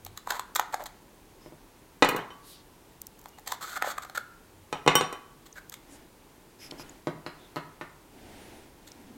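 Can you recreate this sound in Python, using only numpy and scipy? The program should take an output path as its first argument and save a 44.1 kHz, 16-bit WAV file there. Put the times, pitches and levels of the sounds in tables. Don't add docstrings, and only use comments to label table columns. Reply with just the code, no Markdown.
import sys
import numpy as np
from scipy import signal
from scipy.fft import rfft, irfft
from scipy.io import wavfile

SR = 44100
rng = np.random.default_rng(int(sys.argv[2]) if len(sys.argv) > 2 else 0)


def pcm_store(signal):
    levels = np.round(np.clip(np.atleast_2d(signal), -1, 1) * 32767)
    wavfile.write(sys.argv[1], SR, levels.astype(np.int16).T)


N = 404384


def from_db(db):
    return 10 ** (np.asarray(db) / 20)


def unit_energy(x):
    return x / np.sqrt(np.sum(x ** 2) + 1e-20)


def at_hz(points, hz):
    knots, values = np.transpose(points)
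    return np.interp(np.log(np.maximum(hz, 1)), np.log(knots), values)


def add(track, start_s, sound):
    start = max(round(start_s * SR), 0)
    track[start:start + len(sound)] += sound[:N - start]


def cut(x, hz, kind, order=2):
    sections = signal.butter(order, hz, kind, fs=SR, output="sos")
    return signal.sosfilt(sections, x + 1e-18)


def resonate(x, modes):
    out = 0
    for hz, width, db in modes:
        radius = np.exp(-np.pi * width / SR)
        poles = [1, -2 * radius * np.cos(2 * np.pi * hz / SR), radius * radius]
        mode = (1 - radius * radius) / 2 * signal.lfilter([1, 0, -1], poles, x + 1e-18)
        out = out + from_db(db) * mode
    return out


def noise(spectrum):
    colour = from_db(at_hz(spectrum, np.fft.rfftfreq(N, 1 / SR)))
    shaped = irfft(rfft(rng.standard_normal(N)) * colour, N)
    return unit_energy(shaped) * np.sqrt(N)


def contact(crush_s, crush_share, click=1, size=2048):
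    age = np.arange(size) / SR / crush_s
    crunch = rng.standard_normal(size) * np.sqrt(age) * np.exp(-age)
    force = crush_share * unit_energy(crunch)
    force[0] += click
    return unit_energy(force)


def stick_slip(length_s, per_s, spread_db, snap_s=0.0024, size=6000):
    phase = np.minimum(np.arange(size) / SR / length_s, 1)
    slipping = rng.random(size) < per_s / SR
    strength = rng.choice([-1, 1], size) * from_db(spread_db * rng.standard_normal(size))
    swell = np.sqrt(phase * (1 - phase))
    snap = np.exp(-(length_s / snap_s) ** 2 / 2)
    force = (1 - snap) * unit_energy(slipping * strength * swell)
    force[0] += snap
    return unit_energy(force)


def blows(rows, modes, thud_hz, crack_hz, crush_s, crush_share, chip_s, lowest_hz):
    thud, knock, crack = np.zeros((3, N))
    for start_s, thud_db, knock_db, crack_db, bright_hz, _ in rows:
        chips = cut(contact(chip_s, 0.71, click=0.66), min(bright_hz, SR / 2.2), "low", order=3)
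        add(thud, start_s, from_db([thud_db]))
        add(knock, start_s, from_db(knock_db) * contact(crush_s, crush_share))
        add(crack, start_s, from_db(crack_db) * chips)
    heavy = cut(thud, thud_hz, "low")
    firm = cut(knock, [thud_hz, crack_hz], "band")
    sharp = cut(crack, crack_hz, "high")
    return cut(resonate(firm - heavy + sharp, modes), lowest_hz, "high")


# start_s, length_s, ring_db (hollow cell), pitch_hz (cell), crackle_db
CELL_SNAPS = [(.063, 0.0051, -3.5, 725, -11.5), (.173, 0.0056, 0.5, 1150, -7.5),
              (.271, 0.0052, 6, 990, -15), (.304, 0.0067, 16.5, 1320, 3), (0.32, 0.0042, 10.5, 990, -10),
              (0.394, 0.0037, 8.5, 1050, -4), (0.5956, 0.0023, 22, 985, 1), (.742, 0.0033, 16.5, 740, -4.5),
              (3.258, 0.0015, -2, 895, -19.5), (3.384, 0.0048, -7.5, 810, -21),
              (3.474, 0.0055, -3, 1100, -2), (3.519, 0.0059, 12.5, 1005, 1),
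              (3.8233, 0.0025, 23.5, 1340, -2), (3.841, 0.0054, 11, 695, -29),
              (3.874, 0.0038, 12, 619, -27), (3.979, 0.0065, 12, 1170, -9.5),
              (4.047, 0.0058, 4.5, 1228, -18), (4.097, 0.0038, -0.5, 1230, -17),
              (4.173, 0.0097, 13.5, 1370, -3.5), (5.739, 0.0047, -7, 930, -9)]
# start_s, length_s, ring_db (hollow cell), pitch_hz (cell at first), crackle_db
CELL_SCRAPES = [(.281, .1, 8, 960, -10), (.556, 0.01, 16.5, 1160, 7), (.597, .035, 5.5, 1100, -24),
                (.723, 0.02, 8, 940, -13.5), (0.791, 0.043, 6.5, 685, -19), (.857, 0.015, -0.5, 900, -9),
                (3.46, 0.094, 1.5, 860, -8), (3.608, 0.064, 8, 1240, -4.5), (3.666, 0.096, 5, 1340, -7),
                (3.756, 0.025, 15.5, 1398, -3.5), (3.842, 0.085, 9.5, 1320, -5.5),
                (4.019, 0.02, 2.5, 1376, -11.5), (4.147, 0.022, 6.5, 1390, -9.5),
                (5.456, 0.018, -12.5, 1290, -17), (5.555, 0.04, 3, 1580, -17), (5.72, .009, -11, 1316, -15),
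                (8.868, .024, -20, 1490, -16.5)]
CREEP_S, CREEP_DB = 0.012, -18.5
SETTLE_S, SETTLE_DB = 0.022, -19.5
JERK_S, JERK_OVERLAP, JERK_SPREAD_DB = 0.03, 0.6, 1.9
RISE_OCTAVES_PER_S = 1.1


def slips():
    rows = []
    for s, snap_s, ring_db, hz, crackle_db in CELL_SNAPS:
        stages = [(s, snap_s, 0), (s - CREEP_S, CREEP_S, CREEP_DB), (s + snap_s, SETTLE_S, SETTLE_DB)]
        for start_s, length_s, db in stages:
            rows.append((start_s, length_s, ring_db + db, hz, crackle_db + db))
    for s, drag_s, ring_db, hz, crackle_db in CELL_SCRAPES:
        count = max(round(drag_s / JERK_S), 1)
        step_s = drag_s / (count + JERK_OVERLAP)
        jerk_s = step_s * (1 + JERK_OVERLAP)
        for k, db in enumerate(rng.normal(0, JERK_SPREAD_DB, size=count)):
            pitch_hz = hz * 2 ** (RISE_OCTAVES_PER_S * k * step_s)
            rows.append((s + k * step_s, jerk_s, ring_db + db, pitch_hz, crackle_db + db))
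    return rows


# pitch_hz, width_hz, level_db
PLASTIC_MODES = [(2090, 450, -1.5), (3580, 710, -2), (4180, 630, -2), (5300, 850, -17.5),
                 (6640, 1430, -2.5), (7540, 210, -3), (10960, 1000, -12), (12500, 1500, -8.5),
                 (14700, 510, -34)]


def ice_in_tray(cell_width_hz=220, wall_hz=760, wall_db=-13, lowest_hz=450, highest_hz=2100):
    hollow, crackle = np.zeros((2, N))
    for start_s, length_s, ring_db, cell_hz, crackle_db in slips():
        cell = [(cell_hz, cell_width_hz, 0), (wall_hz, 350, wall_db), (1550, 300, -18)]
        ring = resonate(stick_slip(length_s, per_s=1400, spread_db=4), cell)
        add(hollow, start_s, from_db(ring_db) * ring)
        grains = stick_slip(length_s, per_s=3200, spread_db=3.5, snap_s=0.0011)
        add(crackle, start_s, from_db(crackle_db) * grains)
    hollow = cut(cut(hollow, lowest_hz, "high"), highest_hz, "low", order=4)
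    return hollow, cut(resonate(crackle, PLASTIC_MODES), 650, "high")


# start_s, level_db
SPLINTER_TICKS = [(0.049, -8), (.55, 0), (.563, 1), (.596, 0), (0.838, -12), (3.0161, -5.5), (3.068, -8),
                  (5.696, -8.5)]
# pitch_hz, width_hz, level_db
SPLINTER_MODES = [(7200, 2300, -5.5), (13500, 2800, -2)]
FIDGET_FROM_S, FIDGET_TO_S, FIDGET_DB = 3.14, 3.44, -22.5


def splinters(length_s=0.0027, count=7):
    out = np.zeros(N)
    faint = [(s, FIDGET_DB) for s in rng.uniform(FIDGET_FROM_S, FIDGET_TO_S, count)]
    for start_s, db in SPLINTER_TICKS + faint:
        fracture = stick_slip(length_s, per_s=25000, spread_db=7, snap_s=0.0012)
        add(out, start_s, from_db(db) * resonate(fracture, SPLINTER_MODES))
    return cut(out, 1900, "high")


# start_s, level_db, bright_hz (contact), ring_db (bowl)
GLASS_STRIKES = [(2.0236, 23.5, 4830, -42), (2.0273, 19.5, 6200, -39), (2.047, 14.5, 7950, -42),
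                 (2.089, 12, 15000, -39), (2.164, 5, 14000, -60), (2.305, -12, 2000, -39),
                 (4.7276, 8.5, 6800, -41), (4.863, -5, 9000, -38), (4.877, 24, 5800, -28),
                 (4.954, 18.5, 16000, -17), (5.0015, -1, 6000, -37), (5.010, 13.5, 6900, -42),
                 (5.127, 0, 10900, -47.5)]
# start_s, level_db, ring_db (bowl)
DRINK_PLUNGES = [(2.125, 8, -52), (2.148, 14, -55), (2.189, 2.5, -32.5), (4.864, 17.5, -36)]
STRIKE_THUD_DB, STRIKE_CRACK_DB = 0, -6
WET_KNOCK_DB, WET_CRACK_DB, WET_BRIGHT_HZ = -16, -20, 1480


def landings():
    rows = []
    for s, db, hz, ring_db in GLASS_STRIKES:
        rows.append((s, db + STRIKE_THUD_DB, db, db + STRIKE_CRACK_DB, hz, ring_db))
    for s, db, ring_db in DRINK_PLUNGES:
        rows.append((s, db, db + WET_KNOCK_DB, db + WET_CRACK_DB, WET_BRIGHT_HZ, ring_db))
    return sorted(rows)


# pitch_hz, width_hz, level_db
STANDING_GLASS_MODES = [(152.7, 10, -3.5), (190, 74, -5), (283, 120, -8.5), (402, 87, 0), (458, 42, 0.5),
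                        (658, 160, -5.5), (848, 120, -8), (1007, 162, -1.5), (1130, 19, 3.5),
                        (1230, 210, -8), (1500, 38, -6), (1613, 94, -9.5), (1986, 240, -4.5),
                        (2470, 93, -0.5), (2850, 120, -3.5), (3570, 230, -4.5), (4070, 300, -4),
                        (7040, 3100, -10), (14100, 5200, -6)]


def struck_glass():
    return blows(landings(), STANDING_GLASS_MODES, thud_hz=610, crack_hz=2780, crush_s=0.0042,
                 crush_share=1.0, chip_s=0.0023, lowest_hz=119)


# pitch_hz, level_db, t60_s, choke_db (change when ice next lands)
BOWL_MODES = [(1138, -14, .75, -5), (3047, -1, .19, -5), (3045, -18.5, .7, -2), (3679, -13, .2, -3),
              (5685, -2, .16, -13), (7900, -9, .03, -6), (8549, -14, .27, -2), (8620, -3, .035, -6),
              (11400, -12, .03, -6), (15120, -10, .025, -6)]


def bowl_ring():
    t, out = np.arange(SR) / SR, np.zeros(N)
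    drops = landings()
    next_touch = [row[0] for row in drops[1:]] + [np.inf]
    for (start_s, *_, bright_hz, ring_db), touch_s in zip(drops, next_touch):
        choked = np.clip((start_s + t - touch_s) / 0.002, 0, 1)
        for hz, db, t60_s, choke_db in BOWL_MODES:
            decay = from_db(-60 * t / t60_s + choke_db * choked)
            height = from_db(ring_db + db) / np.hypot(1, (hz / bright_hz) ** 2)
            add(out, start_s, height * decay * np.sin(2 * np.pi * hz * t))
    return out


def splash(level_db=-45.5, spread_s=0.045, low_hz=600, high_hz=3000, cycles=14, rise=0.24, count=14):
    t, out = np.arange(SR // 20) / SR, np.zeros(N)
    for start_s, thud_db, *_ in landings():
        for delay, pitch, size in rng.random((count, 3)):
            hz = low_hz * (high_hz / low_hz) ** pitch
            age = t * hz / cycles
            bubble = np.exp(-np.pi * age) * np.sin(2 * np.pi * hz * t * (1 + rise * age))
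            add(out, start_s + spread_s * delay, size * from_db(level_db + thud_db) * bubble)
    return out


# start_s, thud_db, knock_db, bright_hz (contact)
TRAY_TOUCHES = [(1.461, -6, -26, 4000), (1.523, -8.5, -36, 4000), (6.722, -3.5, -20.5, 12000),
                (6.797, -8, -15.5, 9000), (7.0715, 12, -4.5, 9400), (7.264, 0, -3.5, 5970),
                (7.560, -3, -5.5, 14000), (7.567, 5, -1.5, 2980), (7.812, -2, -4.5, 3370)]
# pitch_hz, width_hz, level_db
TABLE_MODES = [(156, 21, 1), (217, 113, -0.5), (353, 64, 5), (454, 51, -5), (617, 58, 3.5), (930, 140, -2),
               (1850, 520, -2.5), (2940, 430, -6.5), (3960, 470, -2), (12800, 3600, -12)]
# pitch_hz, width_hz, level_db
CELL_MODES = [(1135, 220, 2.5), (1354, 200, -2)]
TOUCH_CRACK_DB, TOUCH_HOLLOW_DB = -2, 3


def tray_set_down(rattle_s=0.0063):
    rattle, knocks = np.zeros(N), []
    for start_s, thud_db, knock_db, bright_hz in TRAY_TOUCHES:
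        hollow_db = knock_db + TOUCH_HOLLOW_DB
        knocks.append((start_s, thud_db, knock_db, knock_db + TOUCH_CRACK_DB, bright_hz, hollow_db))
        add(rattle, start_s, from_db(hollow_db) * contact(rattle_s, 0.75, click=0.44))
    feet = blows(knocks, TABLE_MODES, thud_hz=750, crack_hz=2220, crush_s=0.006,
                 crush_share=1.0, chip_s=0.00055, lowest_hz=101)
    return feet + resonate(rattle, CELL_MODES)


# start_s, length_s, level_db
ARM_SWEEPS = [(5.84, 0.23, -51), (6.603, 0.43, -48), (7.28, .33, -54), (8.096, 0.64, -45.5),
              (8.716, 0.56, -53)]
# pitch_hz, level_db (per Hz)
CLOTH_SPECTRUM = [(30, -3), (70, -3.5), (150, -10), (290, 3), (500, -8), (900, 4), (2000, -8.5),
                  (5000, -19.5), (10000, -25), (16000, -31)]
SWISH_SHAPE = 0.78


def sleeves(split_hz=900, low_db=2.5, high_db=-1.0):
    speed, cloth = np.zeros(N), noise(CLOTH_SPECTRUM)
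    for start_s, length_s, db in ARM_SWEEPS:
        sweep = np.hanning(int(length_s * SR)) ** (SWISH_SHAPE / 2)
        add(speed, start_s, from_db(db) * sweep)
    low = from_db(low_db) * cut(cloth, split_hz, "low")
    high = from_db(high_db) * cut(cloth, split_hz, "high")
    return speed * (low + high)


# start_s, length_s, pitch_hz (centre), width_hz (first resonator), level_db
SOFT_RUBS = [(0, 0.21, 92, 22, -53.5), (2.416, 0.22, 3780, 2000, -55.5), (2.427, 0.15, 10500, 8100, -54.5),
             (3.27, 0.16, 2850, 50, -68), (4.427, 0.34, 94, 8.8, -61), (5.526, 0.0043, 6400, 1100, -44.5),
             (5.889, 0.094, 7400, 3900, -56), (6.709, 0.0068, 3800, 1900, -36.5),
             (6.894, 0.004, 7100, 620, -42.5), (7.382, 0.11, 3570, 360, -60.5),
             (8.917, 0.0043, 5500, 2000, -43), (8.949, 0.37, 237, 84, -51)]


def rubs():
    out = np.zeros(N)
    for start_s, length_s, hz, width, db in SOFT_RUBS:
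        swell = np.sqrt(np.hanning(int(length_s * SR)))
        narrowed = resonate(rng.standard_normal(SR), [(hz, width, 0)])
        hiss = resonate(narrowed, [(hz, 2 * width, 0)])[-len(swell):]
        add(out, start_s, from_db(db) * swell * hiss / hiss.std())
    return out


# start_s, length_s, level_db
MOTOR_WHIRS = [(1.39, 0.12, -63), (6.585, 0.11, -48), (6.777, 0.06, -47.5)]
# pitch_hz, width_hz, level_db
MOTOR_MODES = [(2450, 1600, 12), (5080, 360, 19.5), (11070, 180, 14.5), (12100, 300, -3)]
# time_s, pitch_hz, level_db (fundamental)
WHINE_PATH = [(8.2, 6000, -94), (8.32, 7900, -73), (8.419, 9300, -62), (8.51, 11000, -73),
              (8.58, 9700, -64), (8.66, 7400, -79)]
WHINE_OVERTONE_DB = -3


def motor():
    drive = np.zeros(N)
    for start_s, length_s, db in MOTOR_WHIRS:
        add(drive, start_s, from_db(db) * np.sqrt(np.hanning(int(length_s * SR))))
    whir = unit_energy(resonate(rng.standard_normal(N), MOTOR_MODES)) * np.sqrt(N)
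    t = np.arange(N) / SR
    time_s, hz, db = np.transpose(WHINE_PATH)
    phase = 2 * np.pi * np.cumsum(np.interp(t, time_s, hz)) / SR
    whine = np.sin(phase) + from_db(WHINE_OVERTONE_DB) * np.sin(2 * phase)
    loudness = np.interp(t, time_s, from_db(db), left=0, right=0)
    return drive * whir + whine * loudness


# pitch_hz, level_db (per Hz)
AIR_SPECTRUM = [(18, -26), (30, 8), (59, -2.5), (161, -1.5), (204, -3), (355, -1), (666, -10), (937, -7),
                (1250, -13.5), (5040, -21.5), (8300, -22), (16000, -24.5)]


def air(level_db=-55.5):
    return from_db(level_db) * noise(AIR_SPECTRUM)


# pitch_hz, t60_s
REVERB_T60 = [(120, 0.62), (500, 0.44), (1200, 0.64), (2500, 0.35), (5000, 0.41), (14000, 0.13)]
# pitch_hz, level_db
REVERB_COLOUR = [(120, -1.5), (500, -5), (1200, -0.5), (2500, 0), (5000, -6.5), (14000, -6)]


def reverberation(x, gap_s=0.0025, early_db=2.5, early_s=0.012):
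    t = np.arange(SR) / SR
    hz = np.fft.rfftfreq(SR, 1 / SR)
    white = rfft(rng.standard_normal(SR))
    centres = np.geomspace(60, 16000, 12)
    early = (t > gap_s) * (1 + from_db(early_db) * np.exp(-t / early_s))
    tail = 0
    for centre, weights in zip(centres, np.eye(len(centres))):
        band = irfft(white * at_hz(np.c_[centres, weights], hz), SR)
        decay = from_db(-60 * t / at_hz(REVERB_T60, centre))
        tail = tail + band * unit_energy(decay * early) * from_db(at_hz(REVERB_COLOUR, centre))
    return signal.fftconvolve(x, tail)[:N]


# pitch_hz, width_hz, level_db
STANDING_WAVES = [(157.4, 3.5, 3), (186, 6, -10), (279, 8, 10), (443, 8.9, -1.5), (501, 18, 7),
                  (757, 13, 4), (836, 29, 3), (1013, 6.5, 2), (1255, 11, -7), (1380, 7.5, 4),
                  (1930, 5.2, -12), (2260, 4.8, 3), (2600, 8.3, -25)]


def standing_waves(x):
    return resonate(x, STANDING_WAVES)


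def scene(hollow_room_db=-6.5, crackle_room_db=-5.0, glass_room_db=0.0, bowl_room_db=-7.5, table_room_db=2.5):
    hollow, crackle = ice_in_tray()
    glass = struck_glass() + splash()
    bowl, table = bowl_ring(), tray_set_down()
    sent = (from_db(hollow_room_db) * hollow + from_db(crackle_room_db) * crackle
            + from_db(glass_room_db) * glass + from_db(bowl_room_db) * bowl + from_db(table_room_db) * table)
    echo = reverberation(sent) + standing_waves(sent)
    background = sleeves() + rubs() + motor() + air()
    mono = hollow + crackle + splinters() + glass + bowl + table + echo + background
    return np.array([mono, mono])


def record(dry, top=1.3, cutoff_hz=16200):
    rounded = top * np.tanh(dry / top)
    low_pass = signal.ellip(10, 0.1, 70, cutoff_hz, fs=SR, output="sos")
    return signal.sosfilt(low_pass, rounded)


dry = scene()
out = record(dry)
pcm_store(out)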